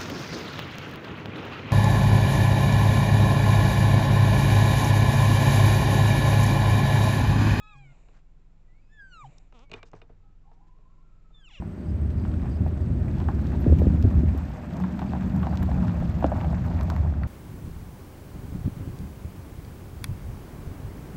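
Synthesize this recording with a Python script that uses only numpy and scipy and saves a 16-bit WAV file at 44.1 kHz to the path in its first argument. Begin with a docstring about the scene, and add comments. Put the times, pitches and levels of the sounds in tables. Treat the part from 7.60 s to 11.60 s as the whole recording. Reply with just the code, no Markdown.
"""In the woods at night. A dog close by whines in thin falling squeals, their upper harmonics shaped by
its muzzle; it huffs, grumbles once and shifts about, rustling and knocking on something hollow.
Far off, coyotes yip and howl in nearly pure glides that echo from the trunks.
A low machine throb and a faint hiss lie underneath."""
import sys
import numpy as np
from scipy import signal
from scipy.fft import rfft, irfft
from scipy.io import wavfile

SR = 44100
rng = np.random.default_rng(int(sys.argv[2]) if len(sys.argv) > 2 else 0)


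def store_wav(level_fs):
    """Save 16-bit WAV to argv[1]."""
    pcm = np.round(np.clip(np.atleast_2d(level_fs), -1, 1) * 32767)
    wavfile.write(sys.argv[1], SR, pcm.T.astype(np.int16))


N = 176400
T = np.arange(N) / SR


def from_db(db):
    return 10 ** (np.asarray(db) / 20)


def unit_rms(x):
    return x / np.sqrt(np.mean(x ** 2) + 1e-20)


def curves(rows):
    """Each column after time, interpolated to every sample."""
    times_s, *columns = np.transpose(rows)
    return [np.interp(T, times_s, column) for column in columns]


def db_at(spectrum, hz):
    """Spectrum level, interpolated in log frequency."""
    points_hz, points_db = np.transpose(spectrum)
    return np.interp(np.log(hz + 1e-9), np.log(points_hz), points_db)


def drift(rate_hz):
    """Smooth random wander, rms 1."""
    hop, settle = 20, 2000
    pole = np.exp(-2 * np.pi * rate_hz * hop / SR)
    white = rng.standard_normal(N // hop + settle + 2)
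    slow = signal.lfilter([1], [1, -2 * pole, pole * pole], white)[settle:]
    return np.interp(np.arange(N) / hop, np.arange(len(slow)), unit_rms(slow))


def shaped_noise(spectrum):
    gain = from_db(db_at(spectrum, np.fft.rfftfreq(N, 1 / SR)))
    return unit_rms(irfft(rfft(rng.standard_normal(N)) * gain, N))


def band_noise(low_hz, high_hz):
    bandpass = signal.butter(2, [low_hz, high_hz], "band", fs=SR, output="sos")
    return unit_rms(signal.sosfilt(bandpass, rng.standard_normal(N)))


def gate(start_s, end_s, fade_s):
    ramp = np.clip(np.minimum(T - start_s, end_s - T) / fade_s, 0, 1)
    return np.sin(np.pi / 2 * ramp) ** 2


def phase_of(hz):
    return 2 * np.pi * np.cumsum(hz) / SR


def ring(clicks, hz, t60_s):
    """One mode: a unit click starts a decaying unit sine."""
    radius = np.exp(-np.log(1000) / (t60_s * SR))
    angle = 2 * np.pi * hz / SR
    return signal.lfilter([0, np.sin(angle)], [1, -2 * radius * np.cos(angle), radius ** 2], clicks + 1e-18)


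def glides(rows, fade_s, waver, second_db):
    """Wavering sine glides with a weak second harmonic."""
    out = np.zeros(N)
    wobble = 1 + waver * drift(28)
    for start_s, length_s, start_hz, end_hz, db in rows:
        end_s = start_s + length_s
        phase = phase_of(np.interp(T, [start_s, end_s], [start_hz, end_hz]) * wobble)
        tone = np.sin(phase) + from_db(second_db) * np.sin(2 * phase)
        out += from_db(db) * gate(start_s, end_s, fade_s) * tone
    return np.sqrt(2) * out


# Throb partials: (harmonic number, level [dB])
THROB_PARTIALS = [(1, -52), (2, -58), (3, -75), (4, -74), (5, -71.5), (7, -75), (8, -70)]


def machine_throb(pitch_hz=19.85):
    """Low machine harmonics, drifting slightly in pitch and level."""
    phase = phase_of(pitch_hz * (1 + 0.006 * drift(3)))
    out = np.zeros(N)
    for k, db in THROB_PARTIALS:
        out += from_db(db + 0.57 * drift(1.3)) * np.sin(k * phase + rng.uniform(0, 2 * np.pi))
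    return np.sqrt(2) * out


# Noise floor: (frequency [Hz], gain [dB])
FLOOR_SPECTRUM = [(15, -24), (25, -6), (35, -7), (60, -19), (92, -13), (126, -27), (153, -17), (185, -23),
                  (300, -26), (411, -31.5), (770, -38.5), (934, -38.5), (1030, -37.5), (1160, -43.5),
                  (1310, -38.5), (1440, -42.5), (8000, -59), (10400, -93), (17600, -120)]


def faint_hiss(level_db=-62.5):
    """Steady noise, weighted to the bass."""
    return from_db(level_db) * shaped_noise(FLOOR_SPECTRUM)


def woods_echo(x, gain_db, t60_s=0.53):
    """Diffuse echo from the trunks."""
    tail = band_noise(324, 3780) * np.exp(-np.log(1000) * T / t60_s)
    tail /= np.sqrt(np.sum(tail ** 2))
    return from_db(gain_db) * signal.fftconvolve(x, tail)[:N]


# Calls: (time [s], length [s], start [Hz], end [Hz], level [dB])
COYOTE_CALLS = [(2.61, 0.072, 1310, 1240, -73.5), (2.63, 0.041, 850, 752, -71),
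                (2.83, 0.045, 1120, 1059, -69.5), (2.85, 0.055, 760, 921, -62),
                (2.88, 0.066, 870, 986, -69.5), (2.97, 0.051, 730, 873, -64.5),
                (3.01, 0.077, 1000, 1005, -64), (3.1, 0.095, 950, 1141, -69.5),
                (3.22, 0.11, 980, 1127, -69), (3.29, 0.047, 1320, 1346, -73), (3.34, 0.097, 990, 1127, -71),
                (3.42, .06, 1360, 1340, -72), (3.47, 0.093, 1220, 1360, -70.5),
                (3.56, 0.095, 1330, 1294, -75), (3.63, 0.045, 1300, 1323, -67.5),
                (3.7, .08, 1330, 1060, -74.5), (3.76, 0.084, 1300, 1341, -71.5)]


def coyotes(direct_db=-6):
    """Far yips and howls, heard directly and off the trees."""
    calls = glides(COYOTE_CALLS, fade_s=0.008, waver=0.012, second_db=-28)
    return from_db(direct_db) * calls + woods_echo(calls, gain_db=-12.3)


# Brushes: (time [s], length [s], low band [dB], high band [dB])
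BRUSHES = [(0.512, 0.11, -68, -81), (1.78, 0.0069, -101, -60), (2.13, 0.08, -56.5, -75.5),
           (2.243, 0.061, -72.5, -71.5), (2.324, 0.1, -74, -78.5), (2.918, 0.043, -77, -85.5),
           (3.06, 0.041, -77, -85.5)]


def rustles():
    """The dog shifts: brief grainy brushes, dull or bright."""
    low, high = band_noise(250, 1800), band_noise(3400, 7500)
    out = np.zeros(N)
    for start_s, length_s, low_db, high_db in BRUSHES:
        envelope = gate(start_s, start_s + length_s, fade_s=0.43 * length_s)
        out += envelope * (from_db(low_db) * low + from_db(high_db) * high)
    grain_db = 2.5 * drift(200)
    return out * from_db(grain_db)


# Impacts: (time [s], thud [dB], pock [dB], clack [dB], crack [dB])
IMPACTS = [(.486, -62, -59.5, -63, -91), (1.925, -58, -55, -57.5, -70), (1.992, -75, -53.5, -95, -55),
           (2.097, -51, -58, -58, -61.5), (2.1157, -39, -57, -36.5, -41), (2.133, -44.5, -48, -40, -72),
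           (2.1375, -36, -47, -31, -56), (2.2299, -47, -43, -42, -51), (2.316, -62, -86, -68, -59.5),
           (2.3335, -38.5, -40.5, -56, -80), (2.352, -50, -65, -62, -65), (2.4166, -48, -48.5, -45.5, -75),
           (2.495, -47, -66, -78, -80), (2.916, -58, -56, -85, -87), (3.186, -59.5, -64, -97, -90),
           (3.704, -63, -82.5, -85, -92)]
# Modes of the hollow body and its hard edge: (frequency [Hz], gain [dB], t60 [s])
BODY_MODES = [(100.9, -5, 0.49), (159.4, -3, 0.11), (252, -5, .16), (311.5, -6, 0.083), (366, -3.5, 0.086),
              (424, 0, .08), (465.2, -2.5, 0.15), (612, -4.5, 0.087), (690, -5, .06), (791, -8, .05),
              (920, -7, .05), (1092, -12, .05), (1170, -30, 0.073)]
EDGE_MODES = [(1600, -42, 0.019), (1980, -10, 0.022), (2300, 2, .014), (2466, 0, 0.04), (2825, 4, 0.016),
              (3630, -9.5, 0.054), (4020, -4, 0.01)]


def knocks():
    """Each knock rings a hollow body and its edge, with contact noise and a short loose rattle."""
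    times_s, thud_db, pock_db, clack_db, crack_db = np.transpose(IMPACTS)

    def strikes(db):
        clicks = np.zeros(N)
        clicks[(times_s * SR).astype(int)] = from_db(db)
        return clicks

    def decays(db, tau_s):
        return signal.lfilter([1], [1, -np.exp(-1 / (tau_s * SR))], strikes(db) + 1e-18)

    ringing = np.zeros(N)
    for modes, strike_db in ((BODY_MODES, thud_db - 6.5), (EDGE_MODES, clack_db - 6.5)):
        for k, (hz, mode_db, t60_s) in enumerate(modes):
            scatter_db = 2 * rng.standard_normal(len(times_s))
            ringing += (-1) ** k * ring(strikes(strike_db + mode_db + scatter_db), hz, t60_s)
    crack = decays(crack_db, tau_s=0.00074) * band_noise(4050, 6700)
    pock = decays(pock_db, tau_s=0.004) * band_noise(620, 1200)
    snap = decays(clack_db - 12.5, tau_s=0.0041) * band_noise(1554, 3820)
    rattle = decays(thud_db - 19, tau_s=0.035) * band_noise(234, 1200)
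    return ringing + crack + pock + snap + rattle


# Airflow envelopes: (time [s], level [dB])
HUFF_ENVELOPE = [(0, -83), (.13, -74.5), (.3, -67.5), (.37, -66), (.5, -68.5), (.65, -80), (1.45, -76.5),
                 (1.63, -66), (1.74, -64), (1.88, -74.5), (2, -86.5), (3.85, -78), (3.91, -75.5), (4, -71)]
RASP_ENVELOPE = [(3.85, -95), (3.895, -73), (3.915, -63), (3.96, -62), (4, -65)]
# Airflow spectra: (frequency [Hz], gain [dB])
HUFF_SPECTRUM = [(250, 3), (450, 2), (800, 2.5), (1200, -7.5), (1700, -12.5), (2400, -4), (2900, -10),
                 (3300, -22.5), (3800, -12.5), (5000, -25.5), (6300, -21), (7100, -9), (8400, -20.5)]
RASP_SPECTRUM = [(1500, -25.5), (2200, 4), (2900, -2.5), (4000, -4), (4500, -17.5), (5300, -7),
                 (5900, -7.5), (6300, -18.5), (6900, -7.5), (8500, -25)]


def dog_breath():
    """Huffs after the whines; air rushes through the last as it breaks up."""
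    huff = from_db(curves(HUFF_ENVELOPE)[0]) * shaped_noise(HUFF_SPECTRUM)
    rasp = from_db(curves(RASP_ENVELOPE)[0]) * shaped_noise(RASP_SPECTRUM)
    return huff + rasp


# Grumble contour: (time [s], pitch [Hz], level [dB])
GRUMBLE_CONTOUR = [(1.925, 254.6, -77), (1.95, 253.8, -57.5), (1.974, 227.3, -60), (1.997, 224, -59.5),
                   (2.02, 253.4, -60.5), (2.039, 280, -58.5), (2.062, 290, -77.5)]
# Grumble spectrum: (frequency [Hz], gain [dB])
GRUMBLE_SPECTRUM = [(230, 3.5), (500, 1.5), (1000, -0.5), (1300, -1), (1600, -21), (2500, -7.5),
                    (3500, -10), (4500, -24), (7000, -22.5), (8500, -28)]


def dog_grumble(jitter=0.0038, smear_rad=0.25):
    """Short buzzy groan; the pitch dips and rises."""
    hz, db = curves(GRUMBLE_CONTOUR)
    phase = phase_of(hz * (1 + jitter * drift(60)))
    buzz = np.zeros(N)
    for k in range(1, 36):
        offset_rad = rng.normal(0, 1) + smear_rad * drift(80)
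        buzz += from_db(db_at(GRUMBLE_SPECTRUM, k * hz)) * np.cos(k * phase + offset_rad)
    envelope = from_db(db) * gate(GRUMBLE_CONTOUR[0][0], GRUMBLE_CONTOUR[-1][0], fade_s=0.0029)
    return unit_rms(buzz) * envelope


# Whimper notes: (time [s], length [s], start [Hz], end [Hz], level [dB])
SQUEAK_NOTES = [(1.075, 0.073, 1950, 2080, -76.5), (1.14, 0.073, 2140, 2380, -76),
                (1.21, 0.17, 2540, 2620, -82.5), (1.15, .16, 4390, 5250, -91.5),
                (2.04, 0.084, 2230, 2290, -73.5), (2.17, .065, 2360, 2310, -66)]
MOAN_NOTES = [(.145, .195, 139, 136.3, -52.5), (1.625, 0.081, 129.3, 138.3, -49)]
SHRIEK_NOTES = [(3.876, .028, 3850, 3250, -63.5), (3.897, .022, 3150, 2520, -57.5),
                (3.906, .024, 3450, 3300, -60.5), (3.978, .026, 2980, 2480, -57)]


def dog_whimpers():
    """Thin squeaks, throat hums as whines end, shrill sweeps as the last one cracks."""
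    squeaks = glides(SQUEAK_NOTES, fade_s=0.011, waver=0.011, second_db=-25)
    moans = glides(MOAN_NOTES, fade_s=0.011, waver=0.0069, second_db=-22.5)
    shrieks = glides(SHRIEK_NOTES, fade_s=0.0088, waver=0.0073, second_db=-21)
    return squeaks + moans + shrieks


# Muzzle resonances: (frequency [Hz], gain [dB])
MUZZLE_RESPONSE = [(2000, -7.5), (2350, -2.5), (2620, 18.5), (2950, 12), (3200, 1.5), (3550, 6.5),
                   (4300, -10.5), (5100, -10), (5800, -11), (6300, -17), (7100, -2), (8500, -18)]


def whine(contour, upper_gain_db, tilt_db_per_oct, rasp, rasp_below_hz=950):
    """Squeal that roughens at low pitch; upper harmonics slide through the muzzle resonances."""
    hz, first_db, second_db, third_db, upper_db = curves(contour)
    roughness = rasp * np.clip(2 * (rasp_below_hz / hz - 1) + 0.5, 0, 1)
    jitter = 0.0027 * drift(60) + 0.014 * roughness * drift(360)
    phase = phase_of(hz * (1 + jitter))
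    voice = sum(from_db(db) * np.sin(k * phase) for k, db in enumerate((first_db, second_db, third_db), 1))
    for k in range(4, 15):
        colour_db = db_at(MUZZLE_RESPONSE, k * hz) + tilt_db_per_oct * np.log2(k / 3)
        flicker_db = (4 - 0.5 * roughness) * drift(24)
        smear_rad = 0.35 * roughness * drift(112.5)
        gain = from_db(upper_db + upper_gain_db + colour_db + flicker_db) * (k * hz < SR / 4)
        voice += gain * np.sin(k * phase + smear_rad)
    shimmer_db = 0.65 * drift(71)
    return np.sqrt(2) * voice * from_db(shimmer_db) * gate(contour[0][0], contour[-1][0], fade_s=0.0029)


# Whines: (time [s], pitch [Hz], harmonic 1 [dB], harmonic 2 [dB], harmonic 3 [dB], upper harmonics [dB])
HIGH_CONTOUR = [(0.0, 1251, -56.5, -64.5, -73.5, -90), (0.098, 1293, -58.5, -57.5, -68.5, -82),
                (0.122, 1240, -57.5, -61, -65, -85), (0.138, 1201, -58.5, -57.5, -71, -67),
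                (0.15, 1145, -60, -77, -84, -83), (0.164, 1073, -62, -75, -78, -77.5),
                (0.19, 1130, -89, -99, -81, -68)]
LOW_CONTOUR = [(0.0, 850, -88, -79, -60, -70), (0.012, 854, -71, -74, -75, -78),
               (0.038, 848.5, -69, -71, -67.5, -78), (0.192, 821, -64, -68.5, -62.5, -76.5),
               (0.24, 775, -65.5, -80.5, -63, -85), (0.28, 725, -96, -70.5, -65.5, -90),
               (0.328, 697.1, -66, -73, -72, -92), (0.342, 635.9, -88, -86, -102, -92),
               (0.36, 540, -82, -77, -86, -97)]
LONG_CONTOUR = [(1.29, 1644, -83, -102, -94, -96), (1.332, 1775, -61, -74, -86, -74),
                (1.37, 1728, -61.5, -74, -95.5, -76), (1.404, 1654, -46.5, -66.5, -78, -84),
                (1.416, 1610, -48, -94, -76, -73), (1.468, 1548, -53.5, -81, -85, -80),
                (1.498, 1525, -63, -84, -81, -71.5), (1.536, 1417, -53, -54, -64.5, -69.5),
                (1.596, 1247, -50, -75, -66, -68), (1.62, 1181, -47, -55, -76, -74.5),
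                (1.634, 1101, -52.5, -66.5, -84, -76), (1.65, 828, -44.5, -73.5, -102, -78),
                (1.662, 749, -50.5, -83, -73.5, -78), (1.68, 830, -79, -90, -73, -83)]
LAST_CONTOUR = [(3.71, 1805, -106, -100, -107, -99), (3.75, 1791, -84, -59, -102, -86),
                (3.804, 1707, -73, -66, -91.5, -67.5), (3.824, 1606, -65.5, -71, -79, -78),
                (3.846, 1540, -71, -57, -107, -72), (3.87, 1370, -89, -58, -78, -61.5),
                (3.88, 1331, -66, -52.5, -84, -76), (3.89, 1198, -67, -71, -62, -60),
                (3.896, 1104, -67, -64, -71, -78), (3.914, 857, -68, -70, -56.5, -73),
                (3.926, 808, -63.5, -72, -78, -70), (3.938, 730, -72.5, -74, -68, -61),
                (4.0, 505, -65, -65, -70, -69)]


def dog_whines():
    """Four falling squeals: two at once, a long one, a hoarse last one."""
    return (whine(HIGH_CONTOUR, upper_gain_db=-4, tilt_db_per_oct=3.5, rasp=0.2)
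            + whine(LOW_CONTOUR, upper_gain_db=1.5, tilt_db_per_oct=-2.5, rasp=0.2)
            + whine(LONG_CONTOUR, upper_gain_db=-2, tilt_db_per_oct=5, rasp=0.43)
            + whine(LAST_CONTOUR, upper_gain_db=1, tilt_db_per_oct=-8.5, rasp=0.95))


def scene():
    """Mono mix: dog close and nearly dry, coyotes far off, throb and hiss beneath."""
    dog = dog_whines() + dog_whimpers() + dog_grumble() + dog_breath() + knocks() + rustles()
    mix = dog + coyotes() + woods_echo(dog, gain_db=-31.8) + machine_throb() + faint_hiss()
    return mix[None]


def record(dry):
    """Two low-passes cut the top steeply."""
    rolloff_hz, cutoff_hz = 7900, 8500
    rolloff = signal.butter(8, rolloff_hz, fs=SR, output="sos")
    steep_cut = signal.ellip(10, 0.3, 70, cutoff_hz, fs=SR, output="sos")
    return signal.sosfilt(steep_cut, signal.sosfilt(rolloff, dry))


dry = scene()
out = record(dry)
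store_wav(out)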